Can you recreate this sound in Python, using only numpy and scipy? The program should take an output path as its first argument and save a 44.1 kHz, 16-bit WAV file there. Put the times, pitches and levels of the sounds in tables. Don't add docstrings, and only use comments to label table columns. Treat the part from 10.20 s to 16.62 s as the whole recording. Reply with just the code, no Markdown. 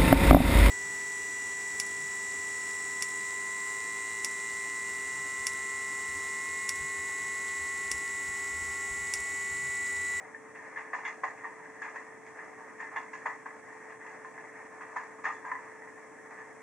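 import sys
import numpy as np
from scipy import signal
from scipy.fft import rfft, irfft, next_fast_len
from scipy.io import wavfile
from scipy.ndimage import uniform_filter1d, map_coordinates

SR = 44100
rng = np.random.default_rng(int(sys.argv[2]) if len(sys.argv) > 2 else 0)


def output_pcm(signal):
    pcm = np.clip(np.atleast_2d(signal).T, -1, 1) * 32767
    wavfile.write(sys.argv[1], SR, np.round(pcm).astype(np.int16))


N = 283122


def amp(db):
    return 10 ** (np.asarray(db) / 20)


def unit(x):
    return x / np.sqrt(np.mean(x ** 2) + 1e-20)


def along(points, hz):
    f, v = np.transpose(points)
    return np.interp(np.log(hz + 1), np.log(f + 1), v)


def wobble(rate, size=N):
    knots = rng.standard_normal(int(size * rate / SR) + 4)
    return map_coordinates(knots, [np.arange(size) * rate / SR])


def filtered(x, response):
    m = next_fast_len(N + 8192)
    return irfft(rfft(x, m) * response(np.fft.rfftfreq(m, 1 / SR)), m)[..., :N]


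def causal(points, size):
    level_db = along(points, np.fft.rfftfreq(size, 1 / SR))
    cepstrum = irfft(np.log(amp(level_db)))
    cepstrum[1:size // 2] *= 2
    cepstrum[size // 2 + 1:] = 0
    return np.exp(rfft(cepstrum))


def resonances(hz, modes):
    return sum(amp(db) * 1j * hz * width / (centre * centre - hz * hz + 1j * hz * width)
               for centre, width, db in modes)


def blow(response, envelope, level_db, size):
    force = rng.standard_normal(len(envelope)) * envelope
    burst = irfft(rfft(force, size) * response)[:len(envelope)]
    return amp(level_db) * np.linalg.norm(envelope) * burst / np.linalg.norm(burst)


# (f/Hz, width/Hz, level over the broad response/dB)
PANELS = [(761.5, 20, 1), (903, 31, 1.5), (988, 15, 0.5), (1061, 32, 1), (1190, 6.3, -0.5), (1221, 10, 2),
          (1671, 12, -1), (1753, 15, 0.5), (1819, 11, 5.5), (1870, 12, 5.5), (1950, 13, 2.5),
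          (2016, 15, 3.5)]


def panels(hz):
    return 1 + resonances(hz, PANELS)


# (t under the second wheel/s, strength/dB, loose clatter/dB, knock tilt/dB per octave)
JOINTS = [(0.731, -2, 0.5, -9.5), (2.7575, -2.5, -0.5, -2.5), (4.758, -2.5, -1, -1)]
# (level/dB, weight of the knock/dB, edge of the steel/dB, cabin tail/dB)
WHEELS = [(-47, 0.5, 3.5, 23), (-39, 1, 3.5, -0.5), (-36.5, 1, 2, -0.5), (-47, 1.5, 1.5, 10.5)]
WHEEL_PLACES_M = [-1.98, 0, 3.705, 6.18]
# (t/s, level/dB, weight of the knock/dB, edge of the steel/dB, cabin tail/dB)
FURTHER_BLOWS = [(0.347, -50.5, -13, 3, 6), (0.555, -42, -7.5, -0.5, 22), (0.846, -42, -4.5, 6, 5),
                 (0.868, -48, -1, 7.5, 4), (1.17, -48.5, -5, 0, 7), (1.615, -45, -5, 6.5, 3),
                 (1.642, -46, -1.5, 3.5, 19), (1.75, -46, -1, 3, 2), (2.059, -56.5, -12, 12, -6),
                 (2.183, -48.5, -12, -9, 6), (2.599, -45.5, -14, 2, 1), (2.713, -51.5, 0.5, -4, 29),
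                 (2.929, -46, -7.5, 7, -4), (3.693, -54, -2, 5.5, 8), (3.798, -50.5, -8, -3, 25),
                 (3.861, -50.5, -4, 5, 2), (4.044, -53.5, -8, 5, -3), (4.175, -51, -4, -2, 8),
                 (4.981, -57, 1, 0, -12), (5.035, -42.5, -4, 8.5, 21), (5.078, -51, 2, 1, 10),
                 (5.311, -43.5, -4, -6.5, 2), (6.168, -51, -5, -2, 10)]
SPEED_M_PER_S, ACCEL_M_PER_S2 = 12.2, 0.085


def blows():
    clacks = []
    for s, strength_db, clatter_db, tilt_db in JOINTS:
        speed = SPEED_M_PER_S + ACCEL_M_PER_S2 * s
        for place, (level_db, *colour) in zip(WHEEL_PLACES_M, WHEELS):
            clacks.append((s + place / speed, level_db + strength_db, *colour, clatter_db, tilt_db))
    return clacks + [(*further, 0, 0) for further in FURTHER_BLOWS]


# (f/Hz, level/dB per Hz)
KNOCK = [(40, -82), (250, -52), (480, -22.5), (650, -10.5), (780, -3.5), (920, 0), (1080, 2), (1240, -1),
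         (1340, -7), (1600, -9), (2600, -52), (9000, -100)]
CLANG = [(100, -70), (700, -31), (1300, -17.5), (1560, -11), (1720, 1), (1830, -5.5), (2050, -2),
         (2170, -14.5), (2400, -22), (3100, -55), (9000, -92.5)]
CLATTER = [(200, -88), (1500, -24), (2250, 9.5), (2550, 11.5), (2680, 2.5), (2820, -0.5), (3020, -57),
           (4100, -49), (10000, -87)]
PING = [(400, -50), (2800, -47), (3150, 21), (3400, 11), (3750, 7.5), (4000, -49), (10000, -55)]
TICK = [(500, -55), (3000, -39), (4000, -5), (5200, -3), (6000, 1), (7100, 5), (7500, -8), (9500, -37),
        (12000, -70)]
# (f/Hz, width/Hz, level over the broad response/dB)
STEEL = [(2080, 44, 10.5), (2250, 59, 3), (2787, 51, 5.5), (3394, 22, 12), (3550, 26, 9)]
KNOCK_DB, CLANG_DB, CLATTER_DB, PING_DB, TICK_DB = 1, 0.5, -15, -33, -26.5
PING_GROWS = 0.89
HEAVY_DB, KNOCK_TILT_DB, HEAVY_TILT, TAIL_TILT, EDGE_TILT = -36, 0.5, -0.18, 0.13, 0.18
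RISE_S, SMEAR = 0.0018, 0.52
STEEL_RISE_S = 0.0018
SHIVER_T60_S = 0.5


def joints(contact=0.013, release=0.0051, cabin_t60=0.34, strike_db=-2.5, chatter_db=2.0, shiver_db=2.5,
           size=32768):
    t = np.arange(SR // 2) / SR
    hz = np.fft.rfftfreq(size, 1 / SR)
    octaves = np.log2(np.clip(hz, 500, 1500) / 1000)
    knock, clang = causal(KNOCK, size) * panels(hz), causal(CLANG, size) * panels(hz)
    steel = 1 + resonances(hz, STEEL)
    clatter, ping, tick = (causal(part, size) * steel for part in (CLATTER, PING, TICK))
    out = np.zeros(N + SR)
    for s, level_db, weight_db, edge_db, tail_db, clatter_db, joint_tilt_db in blows():
        strike = amp(strike_db) * np.exp(-np.maximum(t - contact, 0) / release)
        cabin = amp(tail_db - 60 * t / cabin_t60)
        attack = 1 - np.exp(-t / (RISE_S * amp(SMEAR * tail_db)))
        envelope = attack * np.hypot(strike, cabin)
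        envelope /= np.sqrt(np.mean(envelope[:SR // 40] ** 2))
        envelope *= amp(chatter_db * wobble(228.0, size=len(t)))
        tilt_db = KNOCK_TILT_DB + HEAVY_TILT * (level_db + weight_db - HEAVY_DB)
        tilt_db += joint_tilt_db + TAIL_TILT * tail_db + EDGE_TILT * edge_db
        build = 1 - np.exp(-t / STEEL_RISE_S)
        chatter = envelope * build
        shiver_course_db = shiver_db * wobble(180, size=len(t)) - 60 * t / SHIVER_T60_S
        shiver = attack * build * amp(shiver_course_db)
        parts = [(knock * amp(tilt_db * octaves), envelope, KNOCK_DB + weight_db),
                 (clang, envelope, CLANG_DB),
                 (clatter, chatter, CLATTER_DB + edge_db + clatter_db),
                 (ping, chatter, PING_DB + PING_GROWS * edge_db),
                 (tick, shiver, TICK_DB + edge_db)]
        for part, force, db in parts:
            out[round(s * SR):][:len(t)] += blow(part, force, level_db + db, size=size)
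    return out[:N]


# (low ring over high ring/dB, low ring f/Hz, high ring f/Hz, ring t60/s)
RATTLE_RING = (-9, 1023, 1853, 0.14)
RATTLE_PER_S, RATTLE_DB, RATTLE_SPREAD_DB = 12, -56.5, 1.8
RATTLE_DETUNE = 0.059


def rattles(count=80):
    low_db, low_hz, high_hz, t60 = RATTLE_RING
    times = np.cumsum(rng.exponential(size=count)) / RATTLE_PER_S
    rows = []
    for s, (a, b, c) in zip(times, rng.standard_normal((count, 3))):
        if s < N / SR:
            low, high = low_hz * (1 + RATTLE_DETUNE * b), high_hz * (1 + RATTLE_DETUNE * c)
            rows.append((s, RATTLE_DB + RATTLE_SPREAD_DB * a, low_db, low, high, t60))
    return rows


# (t/s, level/dB, low ring over high ring/dB, low ring f/Hz, high ring f/Hz, ring t60/s)
IMPACTS = [(0.146, -41.5, -22, 1220, 1809, .13), (0.388, -45.5, -10, 1000, 1827, 0.18),
           (0.453, -48, -10, 1045, 2090, .1), (0.569, -41.5, -20, 1040, 1780, 0.068),
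           (0.732, -33.5, -7.5, 981, 1773, 0.19), (0.748, -36.5, 0, 997, 1825, 0.12),
           (0.787, -41, -1, 1022, 1750, 0.13), (0.851, -38, -8, 910, 1674, 0.18),
           (1.034, -30.5, 6, 1058, 1972, 0.14), (1.044, -35.5, 0, 920, 1744, 0.077),
           (1.078, -41, -1, 1060, 1890, 0.11), (1.236, -40, -1, 1086, 1870, 0.12),
           (1.243, -38, -1, 1162, 1840, 0.13), (1.257, -46.5, 5, 912, 1860, .14),
           (1.271, -44, -2, 905, 1830, 0.17), (1.455, -47.5, -18, 1060, 1635, 0.089),
           (1.618, -42, -6, 944, 1665, .14), (1.648, -44.5, -3, 933, 1630, 0.24),
           (1.763, -39, -9, 980, 1876, 0.12), (2.1844, -46.5, 0, 1100, 1797, 0.093),
           (2.599, -42, -15, 1050, 1840, .15), (2.626, -39.5, -4, 892, 1817, 0.2),
           (2.668, -45, -15, 1053, 2010, .12), (2.761, -35, -11, 1090, 1740, .11),
           (2.769, -36.5, 7, 1058, 1880, .16), (2.782, -40, 1, 973, 1745, 0.12),
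           (2.933, -40.5, -2, 1027, 1677, 0.25), (2.953, -42, 3, 1025, 1690, .15),
           (3.06, -30.5, 4, 914.5, 1797, .1), (3.068, -35, -11, 994, 1765, 0.094),
           (3.087, -40.5, -7, 996, 1950, 0.31), (3.258, -39, -5, 1073, 1590, .05),
           (3.849, -46, 7, 993, 1790, .08), (3.874, -45, -9, 883, 1863, 0.13),
           (4.047, -42.5, 4, 1042, 1800, 0.2), (4.177, -43, -3, 1034, 1768, 0.11),
           (4.7636, -33, 3, 992, 1763, 0.094), (4.774, -39.5, 8, 1010, 1745, 0.11),
           (5.042, -34, -1, 1143, 1774, .1), (5.0528, -30.5, -6.5, 1227, 1827, 0.2),
           (5.089, -38.5, 9, 1222, 1870, 0.27), (5.107, -39.5, 2, 1210, 1955, .14),
           (5.25, -41, -5, 1010, 1620, 0.19), (5.3155, -31, -3.5, 990, 1782, 0.099),
           (5.352, -41.5, -7, 1025, 1954, .12), (5.62, -43.5, 0, 955, 1940, 0.09),
           (5.673, -50, 1, 1046, 2030, 0.15)]


def impacts(crack_db=4.0, crack_decay=0.002, ring_db=0.0, ring_rise=0.0012, rough=0.29, tick_db=-30,
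            size=8192):
    t = np.arange(size) / SR
    knock, clang, tick = (causal(part, size) for part in (KNOCK, CLANG, TICK))
    crack = np.exp(-t / crack_decay)
    out = np.zeros(N + SR)
    for s, level_db, low_db, low_hz, high_hz, t60 in IMPACTS + rattles():
        here = out[round(s * SR):][:len(t)]
        ring = np.sqrt(2) * amp(ring_db - 60 * t / t60) * (1 - np.exp(-t / ring_rise))
        here += blow(tick, crack, level_db + tick_db, size=size)
        shares = np.array([amp(low_db), 1]) / np.hypot(amp(low_db), 1)
        for share, body, hz in zip(shares, (knock, clang), (low_hz, high_hz)):
            phase = 2 * np.pi * (hz * t + rng.random())
            tone = np.sin(phase + rough * wobble(145, size=len(t)))
            here += amp(level_db) * share * (blow(body, crack, crack_db, size=size) + ring * tone)
    return out[:N]


# (t/s, level/dB)
CLINKS = [(0.567, -74), (0.849, -58.5), (2.761, -63), (5.052, -70)]
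CLINK_T60_S, CLINK_TILT_DB, CLINK_PIVOT_HZ = 0.18, -28, 2830


def clinks(rise=0.002, rough=0.7):
    t = np.arange(SR // 3) / SR
    envelope = np.sqrt(2) * amp(-60 * t / CLINK_T60_S) * (1 - np.exp(-t / rise))
    out = np.zeros(N + SR)
    for s, level_db in CLINKS:
        for hz, _, db in STEEL:
            phase = 2 * np.pi * (hz * t + rng.random())
            tone = np.sin(phase + rough * wobble(320, size=len(t)))
            mode_db = level_db + db + CLINK_TILT_DB * np.log2(hz / CLINK_PIVOT_HZ)
            out[round(s * SR):][:len(t)] += amp(mode_db) * envelope * tone
    return out[:N]


# (t/s, level/dB, f/Hz, t60/s)
TINKS = [(0.858, -63, 6130, .3), (0.883, -68, 6600, .22), (1.05, -71, 6400, .25), (2.763, -70, 5790, .16),
         (2.931, -66, 5790, 0.18), (2.932, -67, 6890, .2), (3.06, -67, 7140, .2), (5.125, -57, 6900, 0.033),
         (5.14, -71, 3450, .4), (5.262, -65, 7040, .12)]


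def tinks(rise=0.0013, rough=0.65):
    t = np.arange(SR // 4) / SR
    out = np.zeros(N + SR)
    for s, level_db, hz, t60 in TINKS:
        tone = np.sin(2 * np.pi * hz * t + rough * wobble(300, size=len(t)))
        envelope = np.sqrt(2) * amp(level_db - 60 * t / t60) * (1 - np.exp(-t / rise))
        out[round(s * SR):][:len(t)] += envelope * tone
    return out[:N]


# (t/s, level/dB)
GROAN = [(5.19, -62), (5.26, -43), (5.33, -41), (5.365, -44.5), (5.43, -67)]
# (f/Hz, width/Hz, level/dB)
GROAN_MODES = [(1013, 42, 5.5), (1890, 130, -6)]


def groan():
    s, level_db = np.transpose(GROAN)
    swell = amp(np.interp(np.arange(N) / SR, s, level_db, left=-np.inf, right=-np.inf))
    rub = swell * rng.standard_normal(N)
    song = filtered(rub, lambda hz: resonances(hz, GROAN_MODES) * amp(along(ROLL, hz)))
    return song * np.linalg.norm(swell) / np.linalg.norm(song)


# (f/Hz, level/dB per Hz)
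ROLL = [(250, -31), (520, -5), (750, -5.5), (930, -2), (1230, -4.5), (1380, -8), (1560, -4.5), (1740, 0),
        (2020, -5), (2180, -5.5), (2820, -24.5), (3100, -42), (7000, -26.5), (8000, -72)]
# (t/s, level/dB)
ROLL_COURSE = [(0.0, -48), (0.41, -50.5), (0.95, -48), (1.43, -53), (1.73, -48), (1.86, -51), (2.57, -48.5),
               (2.84, -49.5), (3.7, -50.5), (4.43, -51), (5.27, -50), (5.42, -51), (5.69, -54),
               (6.42, -52.5)]


def rolling(level_db=-50.5, swing=0.44, sway_db=1.45, judder_db=1.06, patchy_db=0.97):
    course_db = np.interp(np.arange(N) / SR, *np.transpose(ROLL_COURSE))
    roll_db = level_db + swing * (course_db - course_db.mean())
    z = signal.stft(rng.standard_normal(N), nperseg=512)[2]
    field = uniform_filter1d(rng.standard_normal(z.shape), size=5, axis=0)
    field = uniform_filter1d(field, size=12, axis=1)
    force = signal.istft(z * amp(patchy_db * unit(field)), nperseg=512)[1][:N]
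    force *= amp(sway_db * wobble(8.1) + judder_db * wobble(45))
    return amp(roll_db) * unit(filtered(force, lambda hz: amp(along(ROLL, hz)) * panels(hz)))


# (f/Hz, level against the direct sound/dB)
ROOM = [(300, -12), (900, -9), (1800, -11), (2500, -11), (3000, -26), (3500, -17.5), (4400, 1.5),
        (8000, -3.5)]
ROOM_DELAY_S, PORT_LAG_S = 0.0028, 0.00001


def room(x):
    z = signal.stft(x, nperseg=384)[2]
    scrambled = z * np.exp(2j * np.pi * rng.random(z.shape))
    diffuse = np.std(x) * unit(signal.istft(scrambled, nperseg=384)[1][:N])
    side = filtered(diffuse, lambda hz: amp(along(ROOM, hz)) * np.exp(-2j * np.pi * hz * ROOM_DELAY_S))
    ports = np.array([[-1], [1]])
    direct = filtered(x, lambda hz: np.exp(1j * np.pi * hz * PORT_LAG_S * ports))
    return direct + np.array([side, -side])


# (f/Hz, level/dB rms)
HUM = [(96, -87.5), (120, -79.5), (274.6, -68), (298.3, -69), (313.5, -75.5), (439.3, -57)]


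def fan(drift_hz=0.44, flutter_db=-0.9):
    t = np.arange(N) / SR
    drift = drift_hz / HUM[-1][0] * np.cumsum(wobble(3.4)) / SR
    hum = np.zeros(N)
    for hz, db in HUM:
        level = np.sqrt(2) * amp(db + flutter_db * wobble(25))
        hum += level * np.sin(2 * np.pi * (hz * (t + drift) + rng.random()))
    return hum


# (f/Hz, level/dB per Hz)
AIR = [(20, -32), (55, -37), (90, -13), (150, -7), (250, -1), (340, -1.5), (480, 0.5), (700, -4),
       (1300, -48), (2500, -48), (4000, -76)]
# (f/Hz, left-right likeness from 0 to 1)
AIR_ALIKE = [(30, .35), (60, 0.62), (130, 0.34), (290, 0.18), (640, 0.059), (3000, 0.23)]


def air(level_db=-57):
    def response(hz):
        turn = np.arccos(np.clip(along(AIR_ALIKE, hz), -1, 1)) / 2
        return amp(along(AIR, hz)) * [np.cos(turn), np.sin(turn)]

    shared, opposed = filtered(rng.standard_normal((2, N)), response)
    return amp(level_db) * unit(np.array([shared + opposed, shared - opposed]))


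# (f/Hz, level/dB per Hz)
HISS = [(1000, -92), (3300, 1.5), (4000, -13), (4900, -28), (5500, 4.5), (6800, 5.5), (8500, 5),
        (9700, 0.5), (10800, -4.5), (11700, -33), (13800, -53), (14700, -3.5), (15700, -35)]
# (f/Hz, level/dB rms, waver/Hz)
WHINE = [(7853, -81.5, 5), (7881, -85, 8), (14998, -100, 3)]


def electronics(hiss_db=-68):
    hiss = unit(filtered(rng.standard_normal((2, N)), lambda hz: amp(along(HISS, hz))))
    step = np.array([[0.25], [-0.25]])
    whine = np.zeros((2, N))
    for hz, db, waver in WHINE:
        phase = 2 * np.pi * np.cumsum(hz + waver * wobble(40)) / SR
        whine += np.sqrt(2) * amp(db) * np.sin(phase + step)
    return amp(hiss_db) * hiss + whine


def scene(train_left_db=0.22, fan_left_db=0.7):
    loudspeaker = joints() + impacts() + clinks() + tinks() + groan() + rolling()
    train = room(loudspeaker) * amp([[train_left_db], [-train_left_db]])
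    return train + fan() * amp([[fan_left_db], [-fan_left_db]]) + air() + electronics()


TOP_HZ = 15750


def record(dry):
    return filtered(dry, lambda hz: hz < TOP_HZ)


dry = scene()
out = record(dry)
output_pcm(out)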